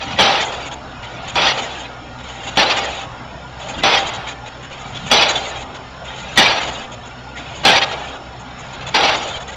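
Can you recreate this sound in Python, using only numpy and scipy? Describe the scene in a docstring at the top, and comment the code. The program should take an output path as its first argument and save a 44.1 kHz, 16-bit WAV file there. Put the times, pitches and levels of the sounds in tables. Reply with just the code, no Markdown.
"""A diesel hammer drives a steel pile about every 1.3 s: each blow is a set of fading pile tones and a low thud.
The steel lattice that guides the ram clatters (shaped noise and random pings) and rattles in short bursts.
Under it a rumble swells before each blow as the ram squeezes the air below it.
A diesel engine idles nearby: wavering tones, whines and a throbbing roar. The small microphone is dull on top
and overloads on loud peaks; a narrow treble noise band left by audio compression flutters with the loudness."""
import sys
import numpy as np
from scipy import signal
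from scipy.io import wavfile
from scipy.ndimage import uniform_filter1d

SR = 44100
rng = np.random.default_rng(int(sys.argv[2]) if len(sys.argv) > 2 else 0)


def store_pcm(level_fs):
    """Save levels as 16-bit WAV."""
    pcm = np.round(np.clip(level_fs, -1, 1) * 32767).astype(np.int16)
    wavfile.write(sys.argv[1], SR, np.atleast_2d(pcm).T)


N = 421596

# All levels in the tables are relative: the functions below add their own trims.
# Blows of the ram: start_s, ring_db, thud_db, fall_db (clatter before the blow), hard_db (hard shake),
# hard_slope_db_per_s, loose_db (loose clatter), loose_slope_db_per_s, hum_db (pile wall),
# band_db (compression noise), rumble_db
BLOW_TABLE = [(0.188, -2.5, -14, -26.5, -11, -36, -21.5, -20.5, -13.5, -2.5, -36),
              (1.356, -16, -23, -33, -17.5, 14, -18.5, -28, -17.5, 1.5, -38.5),
              (2.572, -5.5, -14.5, -32, -13.5, -3, -15.5, -31, -16, 0.5, -43),
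              (3.835, -4, -17, -31, -14, -14, -16, -37.5, -17, -2, -38.5),
              (5.114, -1.5, -14.5, -33, -10, -53, -15, -35, -15.5, 3, -33.5),
              (6.375, 0.5, -11, -30.5, -8, -77, -13.5, -40.5, -16.5, 0, -39.5),
              (7.651, 1, -14, -32, -8.5, -45, -19, -32.5, -16, -3.5, -39),
              (8.944, -16, -23, -35.5, -17.5, 1, -18, -26, -15, 1, -38)]
# Course of each stroke: fall_s (before the blow), hard_s (hard shake), climb_s (ram going up)
STROKE_TIMES = [(.19, .26, .5), (.33, .165, .51), (.33, .065, .48), (.24, .155, .495), (.41, .205, .525),
                (.325, .16, .485), (.29, .14, .52), (.36, .215, .44)]
# Tones of the pile: pitch_hz, level_db, fade_s (time to fall 60 dB)
PILE_TONES = [(543, -8, 0.34), (599, -9, 0.74), (613, -24.5, 0.41), (710, -19.5, 0.34), (790, 4, 0.2),
              (825, -3, 0.36), (868, -1, 0.53), (958, -2, 0.45), (1240, -9, 0.91), (1400, -25, 0.43),
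              (1645, -2.5, 0.95), (1716, -7, 0.62), (2110, -24.5, 0.79), (2330, -5, 0.61), (2430, -5, .3),
              (2630, -9, 0.45), (2910, -28, 0.49), (3100, -3, 0.55), (3220, -20, .5), (3630, -3, 0.33),
              (3386, 11, 0.32), (3300, -17, .5), (3520, -9, .6), (4170, -8, .55), (4460, -30, .6)]
# Colour of the pile wall's hum: pitch_hz, level_db (per Hz)
WALL_COLOUR = [(88, -30.5), (150, -18), (409, -6.5), (691, -0.5), (798, -4.5), (906, -4), (982, -9.5),
               (1030, -10), (1300, -5), (1690, -16), (2860, -120)]
# Colour of the lattice's clatter: pitch_hz, level_db (per Hz)
LATTICE_COLOUR = [(600, -35.5), (1000, -4.5), (1700, -4), (2310, -0.5), (3430, 0), (3900, -3), (4800, -6.5),
                  (5300, -14), (5500, -15.5), (5950, -6.5), (6050, -24), (8000, -36.5)]
# Short rattles of the ram and cap against the lattice: start_s, peak_db, band_db (compression noise)
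RATTLE_TABLE = [(0.01, -13, -51), (0.1032, -12, -47), (.33, -9, -43), (.6, -21, -44), (.655, -18.5, -38),
                (.4, -12, -29.5), (0.5182, -15, -40), (0.711, -15.5, -45), (1.026, -19, -52),
                (1.275, -14.5, -35), (1.41, -7, -45), (1.46, -4, -42), (1.572, -8.5, -34),
                (2.1829, -21.5, -55), (2.28, -18.5, -48), (2.43, -21, -40), (2.465, -13, -35),
                (2.695, -1, -40), (2.763, -6, -30), (2.83, -15, -34), (2.99, -20, -40), (3.597, -22, -45),
                (3.682, -15.5, -50), (3.778, -15.5, -50), (3.925, -1.5, -41), (3.975, -13, -31.5),
                (4.064, -12, -33), (4.133, -14.5, -36), (4.266, -13, -47), (4.3, -18.5, -53),
                (4.457, -17, -44), (4.625, -22, -45), (4.7117, -23, -47), (4.79, -38, -45),
                (4.944, -15.5, -42), (5.06, -16.5, -34.5), (5.208, 0, -46), (5.285, -8, -23),
                (5.35, -9, -32), (5.55, -18.5, -42), (5.6, -20, -45), (5.742, -17, -52),
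                (6.175, -18.5, -48), (6.498, -8, -42), (6.56, -7.5, -45), (6.61, -10.5, -35),
                (6.67, -12, -36), (6.77, -28, -42), (6.916, -20, -42), (7.0514, -22.5, -44),
                (7.3674, -17.5, -42), (7.5694, -33, -43), (7.755, -2, -42), (7.813, -1.5, -42),
                (7.9089, -10.5, -52), (8.07, -21, -43.5), (8.39, -30, -46), (8.5834, -29, -41),
                (8.724, -23, -44), (8.8049, -17.5, -48), (8.864, -13.5, -36.5), (8.94, 0, -39),
                (9.03, -1.5, -42), (9.07, -4, -40), (9.21, -14.5, -39), (9.27, -14, -39), (9.4, -19, -42),
                (9.475, -17, -41.5), (9.514, -19, -44)]
# Colour of the rumble of ground and frame: pitch_hz, level_db (per Hz)
RUMBLE_COLOUR = [(15, -30), (30, -24), (60, -8.5), (110, -1), (180, -4.5), (300, -19)]
# Engine tones: multiple (of the firing rate), level_db
ENGINE_TONES = [(1, -45), (2, -45.5), (3, -59.5), (4, -52)]
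# Pump and fan tones: pitch_hz, level_db, width_hz
WHINE_TONES = [(724.5, -51, 9.5), (1415, -47, 16), (920, -76, 15), (5360, -56, 81)]
# Colour of the engine's roar: pitch_hz, level_db (per Hz)
ROAR_COLOUR = [(12, -45), (30, -24), (60, -1.5), (93, -8.5), (120, -6), (214, -10), (253, -5.5),
               (321, -14.5), (700, -8), (1450, -13.5), (1650, -16.5), (3800, -24), (4200, -26),
               (5400, -32.5), (6100, -35.5), (7900, -88.5)]
# Colour of the noise band left by audio compression: pitch_hz, level_db (per Hz)
BAND_COLOUR = [(5900, -37), (6050, -14), (6400, 10), (7250, 10), (7350, -7.5), (8200, -14.5), (8900, -29)]
# Level of that noise band for each loudness of the clatter: shake_db, band_db
BAND_FOR_SHAKE = [(-42, -59), (-39.5, -53.5), (-31, -50.5), (-23.5, -42.5), (-17, -54), (1, -40)]

FALL_DB_PER_S, REST_DB = 7, -41.5  # growth of the clatter in the fall; shaking at rest
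LEAD_S, LEAD_DB = 0.011, -10  # the cap is pressed just before the blow
LULL_S = 0.021  # the clatter of the fall stops as the ram meets the trapped air
EDGE_S = 0.015  # length of a soft end
HUM_DB_PER_S, HUM_SHARE_DB, HUM_REST_DB = -40, -5, -45.5  # fading, part tied to the shaking, rest level
PUSH_S, PUSH_DB_PER_S = 0.33, -66  # the rumble builds before the blow and dies after it
RATTLE_S, CREST_DB = 0.037, 13  # length of a rattle; its peak over its average (rms) level
FIRING_HZ = 63.1  # average firing rate of the engine
FLUTTER_DB = 6  # flutter of the compression noise at loud clatter, less at rest
MIC_HZ, EDGE_HZ = 8900, 15720  # upper limits of the microphone and of the converter


def hammer():
    """Adds every blow at its moment; each rings for up to one second."""
    out = np.zeros(N + SR)
    for start_s, ring_db, thud_db, *_ in BLOW_TABLE:
        out[round(start_s * SR):][:SR] += blow(ring_db, thud_db)
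    return out[:N]


def blow(ring_db, thud_db):
    """The struck pile rings freely in many fading tones; the firing fuel adds a low thud."""
    t = np.arange(SR) / SR
    pitch_hz, level_db, fade_s = np.transpose(PILE_TONES)[:, :, None]
    chance = rng.random((len(PILE_TONES), 2))
    extra_db, phase = 4.6 * chance[:, :1], chance[:, 1:]
    fading = gain_of(level_db + extra_db - 60 * t / np.minimum(fade_s, 0.9))
    ring = (fading * np.sin(2 * np.pi * (pitch_hz * t + phase))).sum(0)
    thud = resonate(rng.standard_normal(SR), 218, 180)
    thud = evened(resonate(thud, 218, 180)) * gain_of(-60 * t / 0.21)
    return gain_of(ring_db - 23.5) * ring + gain_of(thud_db - 3.5) * thud


def steel():
    """Loose steel clatters loud and bright when shaken hard, quieter and duller as it settles."""
    shake_db, hum_db = stroke_curves()
    force_db = shake_db + 14.0
    clatter = gain_of(-3.5 + 0.15 * force_db) * noise(LATTICE_COLOUR, patchy_db=1.46)
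    clatter += gain_of(-5.5) * pings(knocks_per_s=500, width_hz=3.46 / 0.14)
    dull = low_pass(clatter, 3960)
    clatter = dull + gain_of(0.38 * force_db) * (clatter - dull)  # harder shaking is brighter
    hum = gain_of(hum_db) * wall_hum()
    return gain_of(shake_db) * (clatter + hum) + rumble(force_db)


def stroke_curves():
    """Clatter as the ram falls, a hard shake at the blow, loose clatter while it climbs, then rest.

    Gives the shaking in dB, and the hum in dB relative to the shaking."""
    t = np.arange(N) / SR
    # powers are summed, so decibels are doubled before gain_of
    shake, hum = np.full(N, gain_of(2 * REST_DB)), np.full(N, gain_of(2 * HUM_REST_DB))
    for row, (fall_s, hard_s, climb_s) in zip(BLOW_TABLE, STROKE_TIMES):
        start_s, _, _, fall_db, hard_db, hard_slope, loose_db, loose_slope, hum_db, *_ = row
        near = slice(max(round((start_s - 0.6) * SR), 0), round((start_s + 1.2) * SR))
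        u = t[near] - start_s  # seconds after the blow
        falling = span(-u, 0, fall_s) * span(u, -fall_s - EDGE_S, -LULL_S)
        shake[near] += gain_of(2 * (fall_db + FALL_DB_PER_S * u)) * falling
        shake[near] += gain_of(2 * (hard_db + LEAD_DB)) * span(-u, 0, LEAD_S)
        shake[near] += gain_of(2 * (hard_db + hard_slope * u)) * span(u, 0, hard_s)
        shake[near] += gain_of(2 * (loose_db + loose_slope * u)) * span(u, 0, climb_s)
        hum[near] += gain_of(2 * (hum_db + HUM_DB_PER_S * u)) * (u >= 0)
    shake += bursts(column=1, offset_db=-CREST_DB)
    return 10 * np.log10(shake), 10 * np.log10(hum / shake + gain_of(2 * HUM_SHARE_DB))


def bursts(column, offset_db):
    """Power of short bursts at the moments when the ram and cap rattle against the lattice."""
    power = np.zeros(N + SR)
    burst = signal.windows.tukey(round(RATTLE_S * SR), 0.4)
    for row in RATTLE_TABLE:
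        power[round(row[0] * SR):][:len(burst)] += gain_of(2 * (row[column] + offset_db)) * burst
    return power[:N]


def pings(knocks_per_s, width_hz, count=72):
    """Many small steel parts, each with its own pitch, knocked at random moments."""
    pitches = np.linspace(1400, 5900, count) + 25 * rng.standard_normal(count)
    part = rng.integers(0, count, N)
    strength = gain_of(4.34 * rng.standard_normal(N))
    knocks = strength * (rng.random(N) < knocks_per_s / SR)
    total = np.zeros(N)
    for k, pitch_hz in enumerate(pitches):
        ringing = resonate(knocks * (part == k), pitch_hz, width_hz)
        total += gain_of(level_at(LATTICE_COLOUR, pitch_hz)) * resonate(ringing, pitch_hz, 91)
    return evened(total)


def wall_hum():
    """The pile wall hums: shaped noise, plus the lower pile tones, which share one random drive."""
    drive = rng.standard_normal(N)
    low_tones = sum(gain_of(level_db) * evened(resonate(drive, pitch_hz, 6.9))
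                    for pitch_hz, level_db, _ in PILE_TONES if pitch_hz <= 1200)
    return gain_of(-3.5) * noise(WALL_COLOUR, patchy_db=1.5) + gain_of(-5.5) * evened(low_tones)


def rumble(force_db):
    """Ground and frame rumble with the smoothed shaking and with the squeezed air."""
    shaken = gain_of(-41 + 0.4 * uniform_filter1d(force_db, 1500))
    return (shaken + push()) * noise(RUMBLE_COLOUR, patchy_db=3.0)


def push():
    """Level of the rumble that swells as the ram squeezes the air below it, and dies after the blow."""
    t = np.arange(N) / SR
    level = np.zeros(N)
    for row in BLOW_TABLE:
        u = t - row[0]
        level += gain_of(row[-1] + PUSH_DB_PER_S * np.maximum(u, 0)) * np.clip(1 + u / PUSH_S, 0, 1)
    return level


def engine():
    """Tones at multiples of a wavering firing rate, whines, and a roar that throbs with each firing."""
    turns = np.cumsum(FIRING_HZ * (1 + 0.027 * drift(hz=6.2))) / SR  # firings so far
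    tones = np.zeros(N)
    for multiple, level_db in ENGINE_TONES:
        tone = np.sqrt(2) * np.sin(2 * np.pi * (multiple * turns + rng.random()))
        tones += gain_of(level_db + 3.2 * drift(hz=20.14)) * tone
    throb = 1 + 0.071 * np.cos(2 * np.pi * turns)
    roar = noise(ROAR_COLOUR, patchy_db=4.5, patch_bins=2, patch_frames=14)
    roar_db = -35.5 + 1.0 * drift(hz=5.9)
    return tones + whines() + roar * throb * gain_of(roar_db)


def whines():
    """Pump and fan tones: noise narrowed by two resonances at the same pitch."""
    total = np.zeros(N)
    for pitch_hz, level_db, width_hz in WHINE_TONES:
        tone = resonate(rng.standard_normal(N), pitch_hz, width_hz)
        total += gain_of(level_db) * evened(resonate(tone, pitch_hz, 3 * width_hz))
    return total


def compression_noise():
    """Narrow noise band at 6 to 7.3 kHz left by audio compression, fluttering with loudness."""
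    shake_db, t = stroke_curves()[0], np.arange(N) / SR
    starts_s, stroke_band_db = np.transpose(BLOW_TABLE)[[0, -2]]
    stroke = np.maximum(np.searchsorted(starts_s, t) - 1, 0)  # latest blow; the first one before that
    swing_db = FLUTTER_DB * drift(hz=34.87) + stroke_band_db[stroke]
    swing_db *= np.clip((shake_db - REST_DB) / 13.0, 0, 1)  # no swing at rest
    follow_db = np.interp(shake_db, *np.transpose(BAND_FOR_SHAKE))
    power = gain_of(2 * (follow_db + swing_db)) + bursts(column=2, offset_db=-3)
    return np.sqrt(power) * noise(BAND_COLOUR, patchy_db=0.8)


def gain_of(db):
    """Decibels to gain."""
    return 10 ** (np.asarray(db) / 20)


def evened(x):
    """Scales to an average (rms) level of 1."""
    return x / np.sqrt(np.mean(x ** 2) + 1e-20)


def span(t, start, end):
    """One between start and end, with a soft end."""
    return (t >= start) * np.clip((end - t) / EDGE_S + 0.5, 0, 1)


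def drift(hz):
    """Slow chance: random points, hz of them a second, joined by straight lines."""
    points = rng.standard_normal(1000)
    return np.interp(np.arange(N) / SR * hz, np.arange(1000), points)


def level_at(colour, hz):
    """Level in dB of a colour table at hz, read along a log pitch axis."""
    pitch_hz, level_db = np.transpose(colour)
    return np.interp(np.log(hz + 1), np.log(pitch_hz + 1), level_db, left=-100, right=-100)


def noise(colour, patchy_db, patch_bins=4, patch_frames=8):
    """Coloured noise built from random short spectra whose patches swell and fade."""
    hz = np.fft.rfftfreq(1024, 1 / SR)
    real, imaginary, patches = rng.standard_normal((N // 256 + 5, 513, 3)).T
    patches = uniform_filter1d(patches, patch_bins, 0)  # smooth over pitch
    patches = evened(uniform_filter1d(patches, patch_frames, 1))  # then over time
    level_db = level_at(colour, hz)[:, None] + patchy_db * patches
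    spectra = (real + 1j * imaginary) * gain_of(level_db)
    return evened(signal.istft(spectra, nperseg=1024, noverlap=768)[1][:N])


def resonate(x, hz, width):
    """One resonance at hz with a gain of about 1 there; a narrower width in Hz rings longer."""
    r = np.exp(-np.pi * width / SR)
    c = np.cos(2 * np.pi * hz / SR)
    return signal.lfilter([2 * (1 - r), -2 * (1 - r) * r * c], [1, -2 * r * c, r * r], x)


def low_pass(x, hz):
    """Steeply removes what lies above hz."""
    return signal.oaconvolve(x, signal.firwin(1023, hz, window=("kaiser", 9), fs=SR), "same")


def scene():
    """Hammer, steel, engine and compression noise, in mono."""
    return (hammer() + steel() + engine() + compression_noise())[None]


def record(dry):
    """The capsule squeezes loud peaks and dulls the top treble; the converter then clips."""
    knee, ceiling = 1.23, 0.72
    squeezed = low_pass(knee * np.tanh(dry[0] / knee), MIC_HZ)
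    dull = low_pass(squeezed, 7950)
    heard = dull + gain_of(-5.0) * (squeezed - dull)
    return low_pass(np.clip(heard, -ceiling, ceiling), EDGE_HZ)[None]


dry = scene()
out = record(dry)
store_pcm(out)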